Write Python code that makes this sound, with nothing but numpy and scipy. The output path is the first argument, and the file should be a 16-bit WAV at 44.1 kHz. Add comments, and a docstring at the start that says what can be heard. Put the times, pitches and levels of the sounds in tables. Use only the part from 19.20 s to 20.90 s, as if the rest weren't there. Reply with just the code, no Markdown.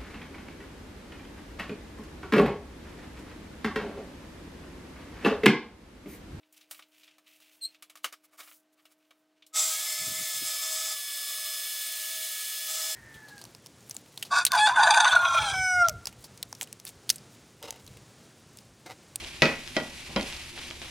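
"""Omelette in a frying pan

An omelette sizzles in a pan on a kitchen hob, heard from just above by a pair of microphones.
A slotted spatula knocks the pan three times: short sine-wavelet cracks with a noise snap, clatter and thuds
of shaped noise, and sine modes that ring. Lighter ticks are short noise snaps; scrapes are crowds of tiny
clicks with soft noise bumps. The fat is dense random clicks over hiss, above a low noise background;
early and diffuse echoes answer the knocks."""
import sys
import numpy as np
from scipy import signal
from scipy.fft import rfft, irfft
from scipy.io import wavfile
from scipy.ndimage import uniform_filter1d

SR = 44100
rng = np.random.default_rng(int(sys.argv[2]) if len(sys.argv) > 2 else 0)


def to_wav(s):
    """Save 16-bit WAV."""
    ch = np.atleast_2d(s).T  # columns
    pcm = np.round(np.clip(ch, -1, 1) * 32767)  # PCM
    wavfile.write(sys.argv[1], SR, pcm.astype(np.int16))


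N = 74970
T = np.arange(N) / SR
HZ = np.fft.rfftfreq(N, 1 / SR)

# Spatula knocks. Each row: start in seconds, crack level in dB, crack centre in Hz, clatter level in dB,
# thud level in dB, top of the clatter in Hz, extra room level in dB.
KNOCK_BLOWS = [(0.2201, 6, 2650, 11.5, 6.5, 6900, 4.5), (0.5655, -7, 2480, 0.5, 1.5, 5900, -6.5),
               (0.9613, -7.5, 2130, -0.5, 1.5, 5100, -4)]
# Push of the pan on the hob, as a spectrum shape. Each row: frequency in Hz, relative level in dB per Hz.
THUD_SPECTRUM = [(20, -38), (100, -18), (145, -5.5), (250, 1), (380, -4.5), (600, -4.5), (950, -8.5),
                 (1300, -17), (4000, -44.5)]
# Phase between the microphones. Each row: frequency in Hz, radians by which the left leads.
LEFT_LEAD = [(100, 0), (400, -.06), (1200, -.28), (2800, -.6), (5500, -.5), (9500, -.6), (11500, -3)]


def amp(db):
    """Decibels to gain."""
    return 10 ** (np.asarray(db) / 20)


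def read(points, hz):
    """Reads a table on a log-frequency axis."""
    f, value = np.transpose(points)
    return np.interp(np.log(hz + 1), np.log(f), value)


def unit_rms(x):
    """Scales to rms 1 over all channels together."""
    return x / np.sqrt(np.mean(x ** 2) + 1e-20)


def unit_energy(x):
    """Scales to a mean energy of 1 per channel."""
    return unit_rms(x) / np.sqrt(N)


def add(mix, s, sound):
    """Mixes a sound in at time s."""
    at = max(round(s * SR), 0)
    mix[:, at:] += sound[:, :N - at]


def colour(x, gain):
    """Minimum-phase filter with the given gain at each frequency: no sound ahead of its cause."""
    cepstrum = irfft(np.log(np.maximum(gain, 1e-5)), N)
    # Folding the cepstrum onto positive time makes the filter causal
    cepstrum[1:N // 2] *= 2
    cepstrum[N // 2 + 1:] = 0
    return irfft(rfft(x) * np.exp(rfft(cepstrum)), N)


def hump(hz, octaves):
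    """Gain of a broad resonance about hz."""
    return 1 / (1 + (np.log2((HZ + 1) / hz) / octaves) ** 2)


def ports(pair):
    """Blends two unrelated signals into the partly alike sound at the two microphones."""
    # Each row: frequency in Hz, likeness of left and right from 0 to 1.
    likeness = [(25, 0.95), (140, 0.94), (280, .95), (550, 0.9), (1200, 0.86), (2600, 0.64), (5500, 0.58),
                (9000, 0.1), (12000, 0.45)]
    a, b = rfft(pair)
    same = read(likeness, HZ)
    common = np.sqrt((1 + same) / 2) * a
    apart = np.sqrt((1 - same) / 2) * b
    left = common + apart
    right = (common - apart) * np.exp(-1j * read(LEFT_LEAD, HZ))
    return irfft(np.array([left, right]), N)


def noise():
    """White noise at both microphones."""
    return ports(rng.standard_normal((2, N)))


def grains(per_s, spread_db):
    """Tiny clicks at random moments, a few much larger than the rest."""
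    size = amp(spread_db * np.minimum(rng.exponential(1, (2, N)), 5))
    sign = rng.choice([-1, 1], (2, N))
    present = rng.random((2, N)) < per_s / SR
    return unit_rms(ports(size * sign * present))


def room_tail():
    """Diffuse kitchen echo: noise that swells in, each band dying at its own speed."""
    # Kitchen reverberation. Each row: frequency in Hz, time to fall 60 dB in seconds.
    kitchen = [(100, 0.45), (300, 0.34), (800, 0.4), (2200, 0.44), (5000, 0.34), (10000, 0.57)]
    rise_s = 0.0052
    hz, t, z = signal.stft(noise(), SR, nperseg=256)
    fading = z * amp(-60 * t / read(kitchen, hz)[:, None])
    tail = signal.istft(fading, SR, nperseg=256)[1][:, :N]
    return tail * (1 - np.exp(-(T / rise_s) ** 2))


def burst(gain, rise_s, decay_s, room_db):
    """A short decaying burst of coloured noise, with its diffuse echo."""
    near = noise() * (1 - np.exp(-T / rise_s)) * np.exp(-T / decay_s)
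    return unit_energy(colour(near, gain)) + amp(room_db) * unit_energy(colour(room_tail(), gain))


def echoes(x):
    """A sound plus its first, slightly dulled reflections."""
    # Off worktop, wall and ceiling. Each row: delay in seconds, level in dB.
    reflections = [(.0045, -14), (.0165, -28), (.0215, -19), (.0345, -7.5)]
    top_hz = 3240
    dull = colour(x, 1 / np.sqrt(1 + (HZ / top_hz) ** 2))
    out = x.copy()
    for delay_s, db in reflections:
        add(out, delay_s, amp(db) * dull)
    return out


def sizzle():
    """Steam bubbles burst in the fat as random clicks over a fine hiss; body and fizz swell and ebb."""
    # Frying fat, as a spectrum shape. Each row: frequency in Hz, relative level in dB per Hz.
    spectrum = [(200, -25), (700, -9), (1400, -10.5), (1900, -4.5), (2500, 0), (3400, -3), (5000, -5),
                (7500, -7.5), (10500, -7), (13000, -13), (15000, -20.5)]
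    # Strength of the frying. Each row: time in seconds, body level in dB, fine fizz level in dB.
    strength = [(0, -43, -54.5), (.15, -45, -56), (.5, -46, -55), (.75, -44.5, -54), (.93, -45.5, -56),
                (1.03, -41.5, -50), (1.17, -41.5, -53), (1.319, -46.5, -55), (1.42, -44, -54.5),
                (1.58, -47.5, -55.5), (1.7, -46.5, -56)]
    bursts_per_s, burst_spread_db = 2600, 1.5
    hiss_share = 0.55  # of the power before colouring
    fizz_hz, flutter_db = 5800, 1.27

    bursts = grains(bursts_per_s, burst_spread_db)
    mixed = np.sqrt(1 - hiss_share) * bursts + np.sqrt(hiss_share) * noise()
    fat = rfft(colour(mixed, amp(read(spectrum, HZ))))
    low = 1 / (1 + (HZ / fizz_hz) ** 4)
    body = unit_rms(irfft(fat * low, N))
    fizz = unit_rms(irfft(fat * (1 - low), N))

    # Two moving averages, in samples, leave a slow random flutter of the level
    smooth = uniform_filter1d(rng.standard_normal(N), size=700)
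    flutter = unit_rms(uniform_filter1d(smooth, size=400))
    s, body_db, fizz_db = np.transpose(strength)
    frying = body * amp(np.interp(T, s, body_db)) + fizz * amp(np.interp(T, s, fizz_db))
    return amp(flutter_db * flutter) * frying


def rumble():
    """Steady low background of the kitchen as shaped noise, with a faint wavering narrow-band drone."""
    # Background spectrum shape. Each row: frequency in Hz, relative level in dB per Hz.
    spectrum = [(10, -5), (30, -1), (48, -8), (68, 1), (95, -5.5), (150, -6), (200, -14.5), (250, -5.5),
                (295, -15.5), (345, -4.5), (430, -21.5), (900, -25.5), (2500, -40)]
    rumble_db, drone_db = -50.5, -59
    background = unit_rms(colour(noise(), amp(read(spectrum, HZ))))
    drone = unit_rms(colour(noise(), hump(69.5, octaves=0.14) ** 2))
    return amp(rumble_db) * background + amp(drone_db) * drone


def scrapes():
    """The spatula slides on the food: crowds of tiny slips, and a soft bump given to the pan."""
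    # Each row: start in seconds, length in seconds, rub level in dB, soft bump level in dB.
    strokes = [(0.017, .1, -51, -48), (0.887, 0.14, -65, -44.5), (1.368, 0.1, -40, -50),
               (1.499, 0.11, -43, -51), (1.612, 0.034, -34.5, -44), (1.643, 0.047, -42, -55)]
    # Rub spectrum shape. Each row: frequency in Hz, relative level in dB per Hz.
    rub_spectrum = [(100, -62), (450, 3), (900, 4), (1600, 3), (3200, 10), (6000, -4), (14000, -30)]
    rise_s, slips_per_s = 0.008, 3100
    rub = unit_rms(colour(grains(slips_per_s, spread_db=4.5), amp(read(rub_spectrum, HZ))))
    bump = unit_rms(colour(noise(), amp(read(THUD_SPECTRUM, HZ))))
    out = np.zeros((2, N))
    for s, length, rub_db, bump_db in strokes:
        rise = np.clip((T - s) / rise_s, 0, 1)
        fade = np.exp(-2 * np.maximum(T - s, 0) / length)
        out += rise * fade * (amp(rub_db) * rub + amp(bump_db) * bump)
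    return out


def ticks():
    """Light ticks of the spatula and pops of fat: single small noise snaps with a little echo."""
    # Each row: start in seconds, level in dB, centre in Hz.
    snaps = [(0.0470, -14.5, 2880), (0.4766, -13.5, 2760), (1.0112, -10.5, 2730), (1.0290, -16, 5200),
             (1.1261, -14.5, 2910), (1.166, -17.5, 4550), (1.3770, -18, 2950), (1.504, -17.5, 4200),
             (1.5101, -15, 2380), (1.556, -27, 4440), (1.6176, -16.5, 3020), (1.6244, -21, 2620)]
    decay_s, octaves, room_db, top_hz = 0.00045, 0.55, -16.5, 10400
    out = np.zeros((2, N))
    soft = 1 / (1 + (HZ / top_hz) ** 4)
    for s, db, hz in snaps:
        add(out, s, amp(db) * burst(hump(hz, octaves) * soft, decay_s / 10, decay_s, room_db))
    return out


def pan_ring(point):
    """Decaying sine modes fed from one strike point; the higher reach the microphones more out of step."""
    # Modes of pan and hob. 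Each row: frequency in Hz, time to fall 60 dB in seconds,
    # then level in dB at the first, second and third strike point.
    modes = [(152, .26, -23, -37, -48), (199, .28, -33, -41, -30), (226, .36, -29, -33, -40),
             (284, .32, -35, -37, -35), (444, .3, -29, -45, -46), (487, .18, -40, -44, -32),
             (545, .34, -25, -38, -34), (624, .25, -22, -28, -35), (778, .26, -30, -44, -41),
             (965, .2, -34, -41, -39), (1288, .3, -29, -54, -51), (1421, .32, -31, -37, -40),
             (1941, .35, -22, -31, -41), (2090, .15, -35, -41, -39), (2516, .44, -26, -49, -39),
             (2601, .32, -32, -50, -48), (3168, .22, -41, -33, -33), (3950, .11, -37, -38, -38),
             (4553, .22, -33, -46, -48), (5055, .11, -40, -37, -43), (5420, .17, -39, -44, -56)]
    apart_hz = 2200
    twin_hz, twin_share = 14.49, 0.36  # a slightly detuned twin makes each mode beat
    rise_s, early_gain, early_s = 0.0011, 0.61, 0.018  # extra loudness at first, quickly shed

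    out = np.zeros((2, N))
    chance = rng.uniform(-1.2, 1, (len(modes), 4))
    for (hz, t60, *level_db), (turn, side, twin_turn, twin_side) in zip(modes, chance):
        spread = np.tanh(hz / apart_hz)
        apart = np.pi * side * spread / 2 - read(LEFT_LEAD, hz)
        phase = 2 * np.pi * hz * T + np.pi * turn + np.array([[0], [apart]])
        twin_phase = np.pi * (twin_turn + np.array([[0], [twin_side * spread]]))
        twin = twin_share * np.sin(phase + 2 * np.pi * twin_hz * T + twin_phase)
        out += amp(level_db[point] - 60 * T / t60) * (np.sin(phase) + twin)
    return out * (1 - np.exp(-T / rise_s)) * (1 + early_gain * np.exp(-T / early_s))


def knocks():
    """Each blow: sine-wavelet crack, noise snap as the blade lands flat, clatter, low thud and pan ring."""
    # Dense ring of spatula and pan, as a spectrum shape. Each row: frequency in Hz, relative level in dB per Hz.
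    clatter_spectrum = [(60, -41), (300, 5), (600, -1.5), (1000, -4), (1550, -1), (2300, 4.5), (3300, -3),
                        (5200, -6.5), (8000, -17), (15000, -2)]
    crack_s = 0.0006  # time to the peak of the crack's envelope
    snap_db, snap_delay_s, snap_hz, snap_s = -2, 0.001126, 4560, 0.0002  # level relative to the crack
    clatter_s, clatter_rise_s, clatter_room_db = 0.0086, 0.00024, -5
    thud_s, thud_rise_s, thud_room_db = 0.013, 0.0016, 5
    low_hz = 169  # crack and clatter are thinned below this

    out = np.zeros((2, N))
    for point, row in enumerate(KNOCK_BLOWS):
        s, crack_db, crack_hz, clatter_db, thud_db, top_hz, room_db = row
        soft = 1 / np.sqrt(1 + (HZ / top_hz) ** 8)

        swing = T * np.exp(-(T / crack_s) ** 2 / 2) * np.sin(2 * np.pi * crack_hz * T)
        crack = unit_energy(ports(np.array([swing, 0 * swing])))
        snap = colour(noise() * np.exp(-T / snap_s), hump(snap_hz, octaves=0.49) * np.sqrt(soft))
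        add(crack, snap_delay_s, amp(snap_db) * unit_energy(snap))

        clatter_gain = amp(read(clatter_spectrum, HZ)) * soft
        clatter = burst(clatter_gain, clatter_rise_s, clatter_s, clatter_room_db + room_db)
        thud = burst(amp(read(THUD_SPECTRUM, HZ)), thud_rise_s, thud_s, thud_room_db + room_db)

        blow = amp(crack_db) * crack + amp(clatter_db) * unit_energy(clatter)
        blow = colour(blow, HZ ** 2 / (HZ ** 2 + low_hz ** 2))
        add(out, s, echoes(blow) + amp(thud_db) * unit_energy(thud) + pan_ring(point))
    return out


def sway():
    """The last blow lands on the food and rocks the pan: a faint deep bump of decaying noise."""
    level_db, centre_hz, decay_s = -10.5, 46, 0.043
    out = np.zeros((2, N))
    bump = colour(noise() * np.exp(-T / decay_s), hump(centre_hz, octaves=0.8) ** 2)
    add(out, KNOCK_BLOWS[-1][0], amp(level_db) * unit_energy(bump))
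    return out


def scene():
    """Everything at the hob."""
    return sizzle() + rumble() + scrapes() + ticks() + knocks() + sway()


def record(dry):
    """The recorder rounds off the highest peaks, then limits the band."""
    overload, cutoff_hz = 0.8, 14300  # overload is the ceiling, full scale being 1
    rounded = dry / (1 + (dry / overload) ** 6) ** (1 / 6)
    lowpass = signal.firwin(255, cutoff_hz, window=("kaiser", 8), fs=SR)
    return signal.oaconvolve(rounded, lowpass[None], "same")


dry = scene()
out = record(dry)
to_wav(out)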